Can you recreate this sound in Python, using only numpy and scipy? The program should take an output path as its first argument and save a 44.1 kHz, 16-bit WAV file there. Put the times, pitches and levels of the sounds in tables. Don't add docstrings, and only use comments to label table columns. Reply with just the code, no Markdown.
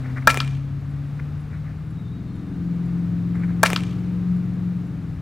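import sys
import numpy as np
from scipy import signal
from scipy.fft import rfft, irfft
from scipy.io import wavfile

SR = 44100
rng = np.random.default_rng(int(sys.argv[2]) if len(sys.argv) > 2 else 0)


def log_audio(samples):
    frames = np.atleast_2d(samples).T
    limited = np.clip(frames, -1, 1)
    pcm = np.round(limited * 32767).astype(np.int16)
    wavfile.write(sys.argv[1], SR, pcm)


N = 230017
TIME = np.arange(N) / SR


# t/s, strength/dB, barrel ring/dB, ring length factor, crackle/dB, knock/dB
HITS = [(0.2731, -2, 0, 1.0, 5.5, 0), (3.6318, -1, -5, 0.67, 1, -1)]
def bat(outgoing_db=20):
    out, response, t = np.zeros((2, N)), field(), TIME[:SR // 4]
    for s, db, ring_db, length, crackle_db, knock_db in HITS:
        near_ring, carried_ring = from_db(ring_db) * barrel_ring(t, length)
        direct = contact(t, crackle_db, knock_db) + near_ring
        outgoing = from_db(outgoing_db) * (t == 0) + carried_ring
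        add(out, from_db(db) * direct, s)
        add(out, from_db(db) * signal.fftconvolve(outgoing[None], response, axes=1), s)
    return out


# f/Hz, relative level/dB, t60/s
KNOCK_MODES = [(276, -32, 0.026), (505, -14.5, 0.041), (630, -2, 0.019), (849, -1.5, 0.018),
               (1093, -3, 0.02), (1270, 3.5, 0.0094), (1560, 7.5, 0.0073), (1805, -7.5, 0.039)]
# f/Hz, relative density/dB
CRACKLE_SPECTRUM = [(300, 4.5), (1000, 8.5), (2000, -1), (3000, -3), (5500, -12), (9000, -19), (13000, -22),
                    (16000, -26)]
def contact(t, crackle_db, knock_db, snap_db=6.5, snap_s=.000021, crackle_t60=.029, ground_s=.0044):
    port_lag_s = np.array([[0], [.000012]])
    u = (t - port_lag_s) / snap_s - 4
    snap = -from_db(snap_db) * u * np.exp((1 - u * u) / 2)
    knock = from_db(knock_db) * modes(KNOCK_MODES, t)
    crackle = from_db(crackle_db - 8 - 60 * t / crackle_t60) * noise(CRACKLE_SPECTRUM, len(t))
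    blow = snap + knock + crackle
    bounce = np.pad(blow, ((0, 0), (round(ground_s * SR), 0)))[:, :len(t)]
    return blow + from_db(-6) * bounce


# f/Hz, relative level/dB, t60/s, gain out into the field/dB
BARREL_MODES = [(1341, -5, .135, -19), (1667, -3, .075, -18), (2412, -12.5, .11, -9), (3160, -24, .04, -10),
                (5146, -30, .035, -10)]
def barrel_ring(t, length):
    carried = [(hz, db + outward_db, t60) for hz, db, t60, outward_db in BARREL_MODES]
    return np.array([modes(BARREL_MODES, t, length), modes(carried, t, length)])


# delay/s, level/dB, smear/s, low edge/Hz, high edge/Hz, treble above that edge/dB
WALL_ECHOES = [(.0200, -13, .0002, 900, 3000, -16), (.0282, 0, .001, 1283, 2600, -34),
               (.0708, -11.5, 0.00038, 700, 3000, -8.5), (0.1002, -7.5, 0.00032, 337.3, 3600, -8),
               (0.1294, -5, 0.0018, 2600, 4970, -32), (.1310, -8, 0.00085, 950, 1630, -16.5),
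               (.1570, -27.5, 0.0018, 1500, 4000, -12), (.1730, -23.5, 0.0032, 1076, 3200, -14),
               (.2040, -24.5, 0.00043, 1202, 3500, -13.5), (0.2772, -30.5, 0.003, 2000, 3470, -15)]
def field(air_hz=16000, air_s=.15):
    t = TIME[:SR * 3 // 4]
    response = backstop(t) + scatter(t)
    for delay, db, *surface in WALL_ECHOES:
        cutoff_hz = air_hz / np.sqrt(1 + delay / air_s)
        air = signal.butter(2, cutoff_hz, fs=SR, output="sos")
        add(response, from_db(db) * signal.sosfilt(air, slap(*surface)), delay)
    return response


def slap(smear_s, low_hz, high_hz, treble_db, trail_db=-10, trail_s=.011):
    t = TIME[:SR // 30]
    face, edges = rng.standard_normal((2, len(t))) * np.exp(-t / np.array([[smear_s], [trail_s]]))
    spread = face / np.linalg.norm(face) + from_db(trail_db) * edges / np.linalg.norm(edges)
    body = band(spread, low_hz, high_hz, order=3)
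    return body + from_db(treble_db) * band(spread, high_hz, 8900, order=1)


# f/Hz, relative density/dB
BACKSTOP_SPECTRUM = [(200, -33.5), (500, 0), (1200, 3.5), (2000, -1), (2700, -0.5), (6000, -7.5),
                     (10000, -11.5), (16000, -29)]
BUILD_UP_S = .071
def backstop(t, level_db=-40, delay_s=.031, tail_t60=.11):
    splash = swell(delay_s, half_s=.0083)[:len(t)]
    tail = from_db(-60 * t / tail_t60) * np.minimum(t / BUILD_UP_S, 1)
    return from_db(level_db) * (splash + tail) * noise(BACKSTOP_SPECTRUM, len(t))


# f/Hz, relative level/dB, t60/s
SCATTER_BANDS = [(200, -3.5, 0.73), (600, 7, 0.38), (1410, 0, 0.67), (2000, -2, 0.55), (3000, -5.5, 0.92),
                 (4000, -14, 0.88), (5570, -11, 0.7), (10000, -16.5, 0.47), (16100, -18.5, .32)]
def scatter(t, level_db=-37, rattle_db=2):
    clumps = from_db(rattle_db * drift(83)[:len(t)])
    white = [noise([(20, 0), (20000, 0)], len(t)) * clumps for _ in range(2)]
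    edges = np.geomspace(150, 18000, 15)
    tail = 0
    for k, (low_hz, high_hz) in enumerate(zip(edges, edges[1:])):
        hz = np.sqrt(low_hz * high_hz)
        t60 = at_hz(SCATTER_BANDS, hz, column=2)
        fade = from_db(level_db + at_hz(SCATTER_BANDS, hz) - 60 * t / t60)
        tail += band(white[k % 2], low_hz, high_hz) * fade
    return tail * np.minimum(t / BUILD_UP_S, 1)


# t/s, level/dB, half length/s
SCUFFS = [(0.057, -41, 0.01), (0.103, -46.5, 0.013), (0.174, -34, 0.0083), (0.188, -37, 0.005),
          (0.227, -33, 0.0025), (1.198, -31, 0.003), (1.543, -48, 0.021), (1.688, -49.5, 0.022),
          (3.358, -45.5, 0.011), (3.406, -51, 0.018), (3.441, -40, 0.01), (3.506, -48.5, 0.021)]
# f/Hz, relative density/dB
SCUFF_SPECTRUM = [(400, -3), (900, -0.5), (1500, 10.5), (2250, 10), (2900, -20), (5000, -21.5),
                  (15000, -37.5)]
def scuffs(grit_db=3):
    rubs = sum(from_db(db) * swell(s, half_s) for s, db, half_s in SCUFFS)
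    return noise(SCUFF_SPECTRUM) * rms_one(from_db(grit_db * drift(170))) * rubs


# t/s, firing rate/Hz, firing tone level/dB
ENGINE_RUN = [(0.0, 128.8, -24), (0.09, 129.8, -29), (0.52, 137.6, -24.5), (0.77, 140.9, -31),
              (0.99, 141.6, -28), (1.9, 155.6, -33.5), (2.0, 166.7, -34.5), (2.19, 171.1, -34.5),
              (2.41, 171.4, -38), (2.47, 174.4, -37.5), (2.63, 172.4, -25.5), (3.57, 174.5, -23),
              (3.92, 178.4, -28), (4.35, 178.6, -20), (4.5, 178.4, -27.5), (4.69, 177.8, -24.5),
              (4.89, 174.7, -30), (5.21, 156.7, -33)]
# t/s, relative level/dB
BOOM_LEVEL = [(0.0, -60), (0.04, -43), (2.18, -39.5), (2.9, -52), (3.09, -31), (4.5, -32.5), (5.17, -37.5),
              (5.21, -42)]
# order, level at low revs/dB, level at high revs/dB
UNEVEN_ORDERS = [(3, -58.5, -53.5), (4, -44.5, -60), (6, -45, -35.5), (7, -53.5, -45.5), (9, -51, -41.5),
                 (10, -51, -47)]
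def engine(cylinders=8, low_revs_hz=134.4, high_revs_hz=172.4, flutter_db=1.04, waver_db=2):
    firing_hz, firing_db = in_time(ENGINE_RUN)
    boom_db, = in_time(BOOM_LEVEL)
    cycle_hz = firing_hz / cylinders
    angle = 2 * np.pi * np.cumsum(cycle_hz) / SR
    revs = np.clip((firing_hz - low_revs_hz) / (high_revs_hz - low_revs_hz), 0, 1)
    hum = order_tone(angle, cylinders, firing_db + flutter_db * drift(11))
    hum += order_tone(angle, 5, boom_db - 1)
    for order, slow_db, fast_db in UNEVEN_ORDERS:
        hum += order_tone(angle, order, slow_db + revs * (fast_db - slow_db) + waver_db * drift(3))
    return hum + exhaust(angle, cycle_hz, revs, waver_db) + rumble()


def order_tone(angle, order, db):
    return np.sqrt(2) * from_db(db) * np.sin(round(order) * angle + rng.uniform(0, 2 * np.pi))


# t/s, level/dB
EXHAUST_LEVEL = [(0.0, -43), (0.23, -42), (1.32, -50), (1.94, -49), (2.47, -41), (2.79, -42.5), (3.89, -41),
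                 (4.34, -45), (5.21, -44)]
# order (sounded at the nearest whole one), gain at low revs/dB, gain at high revs/dB
EXHAUST_ORDERS = [(11.23, -14.5, -11), (12, -22, -8.5), (12.505, -12, -3.5), (13.88, -8.5, -7.5),
                  (15, -8, -5), (16.487, 0, -9.5), (17, -26.5, -9), (18, -31, -16), (19, -24, -15),
                  (20.4, -21.5, -15), (21.8, -15.5, -19)]
# f/Hz, gain/dB
PIPE_RESPONSE = [(180, -16), (240, 3), (300, 1.5), (340, -6), (420, -2.5), (500, 1.5)]
def exhaust(angle, cycle_hz, revs, waver_db, gain_db=.5):
    level_db, = in_time(EXHAUST_LEVEL)
    out = 0
    for order, slow_db, fast_db in EXHAUST_ORDERS:
        colour_db = slow_db + revs * (fast_db - slow_db) + at_hz(PIPE_RESPONSE, order * cycle_hz)
        out += order_tone(angle, order, level_db + gain_db + colour_db + waver_db * drift(6.2))
    return out


# f/Hz, relative density/dB
RUMBLE_SPECTRUM = [(20, -15), (35, -10), (60, -2.5), (90, 0.5), (130, -2.5), (180, -7), (240, -10),
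                   (300, -14.5), (380, -32.5), (500, -45)]
def rumble(level_db=-36):
    return from_db(level_db) * band(noise(RUMBLE_SPECTRUM), 26, 580)


# t/s, half length/s, f/Hz, glide/(Hz/s), level/dB
BIRD_NOTES = [(2.0, .025, 3800, 1, -61), (2.07, 0.029, 3600, -700, -60.5), (2.135, 0.03, 3800, 303, -62),
              (2.3, 0.019, 4214, 600, -62.5)]
def bird(linger_db=-10, linger_s=.23):
    out = 0
    for s, half_s, hz, glide, db in BIRD_NOTES:
        t = TIME - s
        note = swell(s, half_s) * np.sin(2 * np.pi * (hz + glide * t / 2) * t)
        linger = swell(s + linger_s, linger_s) * drift(22) * np.sin(2 * np.pi * hz * t)
        out += from_db(db) * (note + from_db(linger_db) * linger)
    return out


# f/Hz, relative density/dB
HISS_SPECTRUM = [(210, -30), (350, -9), (438, -5.5), (584, -11), (707, -9.5), (959, -14), (1200, -11),
                 (2170, -20), (3340, -30), (3730, -29), (5480, -37), (10200, -44), (16000, -49)]
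# t/s, relative level/dB
HISS_LEVEL = [(0.0, -51.5), (0.2, -51.5), (0.64, -56), (1.2, -54), (2.07, -57), (2.96, -53.5), (3.26, -54),
              (3.71, -52), (5.21, -55.5)]
def outdoor_hiss(middle_db=3, treble_db=-10, split_hz=3000):
    level_db, = in_time(HISS_LEVEL)
    low = signal.sosfilt(signal.butter(2, split_hz, fs=SR, output="sos"), noise(HISS_SPECTRUM))
    high = signal.sosfilt(signal.butter(2, split_hz, "high", fs=SR, output="sos"), noise(HISS_SPECTRUM))
    low *= from_db(middle_db) / band(low, 440, 2500).std()
    high *= from_db(treble_db) / band(high, 4300, 22000).std()
    return from_db(level_db) * (low + high)


PIP_TIMES = [.91, 1.41, 1.91, 2.36, 2.86, 3.36, 3.40, 4.371, 4.87]
def electronics(upper_db=-65, lower_db=-69):
    gate = sum(swell(s, half_s=.0053) for s in PIP_TIMES)
    upper = from_db(upper_db) * np.sin(2 * np.pi * 10000 * TIME)
    lower = from_db(lower_db) * np.sin(2 * np.pi * 7500 * TIME)
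    return gate * (upper + lower)


# f/Hz, likeness (0-1)
STEREO_LIKENESS = [(100, 1), (1500, .998), (3000, .985), (6000, .92), (9000, .78), (16000, .75)]
def noise(spectrum, size=N):
    hz = np.fft.rfftfreq(size, 1 / SR)
    alike = np.clip(at_hz(STEREO_LIKENESS, hz), 0, 1)
    mid, side = rfft(rng.standard_normal((2, size))) * from_db(at_hz(spectrum, hz))
    return rms_one(irfft(np.sqrt(1 + alike) * mid + np.sqrt(1 - alike) * side * [[1], [-1]], size))


def modes(table, t, length=1):
    return sum((-1) ** k * from_db(db - 60 * t / (t60 * length)) * np.sin(2 * np.pi * hz * t)
               for k, (hz, db, t60, *_) in enumerate(table))


def drift(rate_hz):
    pole = np.exp(-80 * np.pi * rate_hz / SR)
    slow = signal.lfilter([1], [1, -2 * pole, pole * pole], rng.standard_normal(N // 40 + 2002))[2000:]
    return np.interp(np.arange(N) / 40, np.arange(len(slow)), rms_one(slow))


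def band(x, low_hz, high_hz, order=2):
    edges = [low_hz, np.clip(high_hz, low_hz * 1.05, .47 * SR)]
    return signal.sosfilt(signal.butter(order, edges, "band", fs=SR, output="sos"), x + 1e-18)


def swell(s, half_s):
    return np.exp(-.5 * ((TIME - s) / half_s) ** 2)


def add(out, x, s):
    i = round(s * SR)
    out[:, i:i + x.shape[-1]] += x[..., :N - i]


def in_time(rows):
    s, *columns = np.transpose(rows)
    return [np.interp(TIME, s, c) for c in columns]


def at_hz(points, hz, column=1):
    points = np.array(points)
    return np.interp(np.log(hz + 1e-9), np.log(points[:, 0]), points[:, column])


def from_db(db):
    return 10 ** (np.asarray(db) / 20)


def rms_one(x):
    return x / np.sqrt(np.mean(x ** 2) + 1e-20)


def scene(left_db=1.3, right_db=-1.61):
    mix = bat() + engine() + outdoor_hiss() + bird() + scuffs() + electronics()
    return mix * from_db([[left_db], [right_db]])


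def record(dry, ceiling=.97, cutoff_hz=16300):
    clipped = np.clip(dry, -ceiling, ceiling)
    return signal.sosfilt(signal.ellip(12, .1, 90, cutoff_hz, fs=SR, output="sos"), clipped)


dry = scene()
out = record(dry)
log_audio(out)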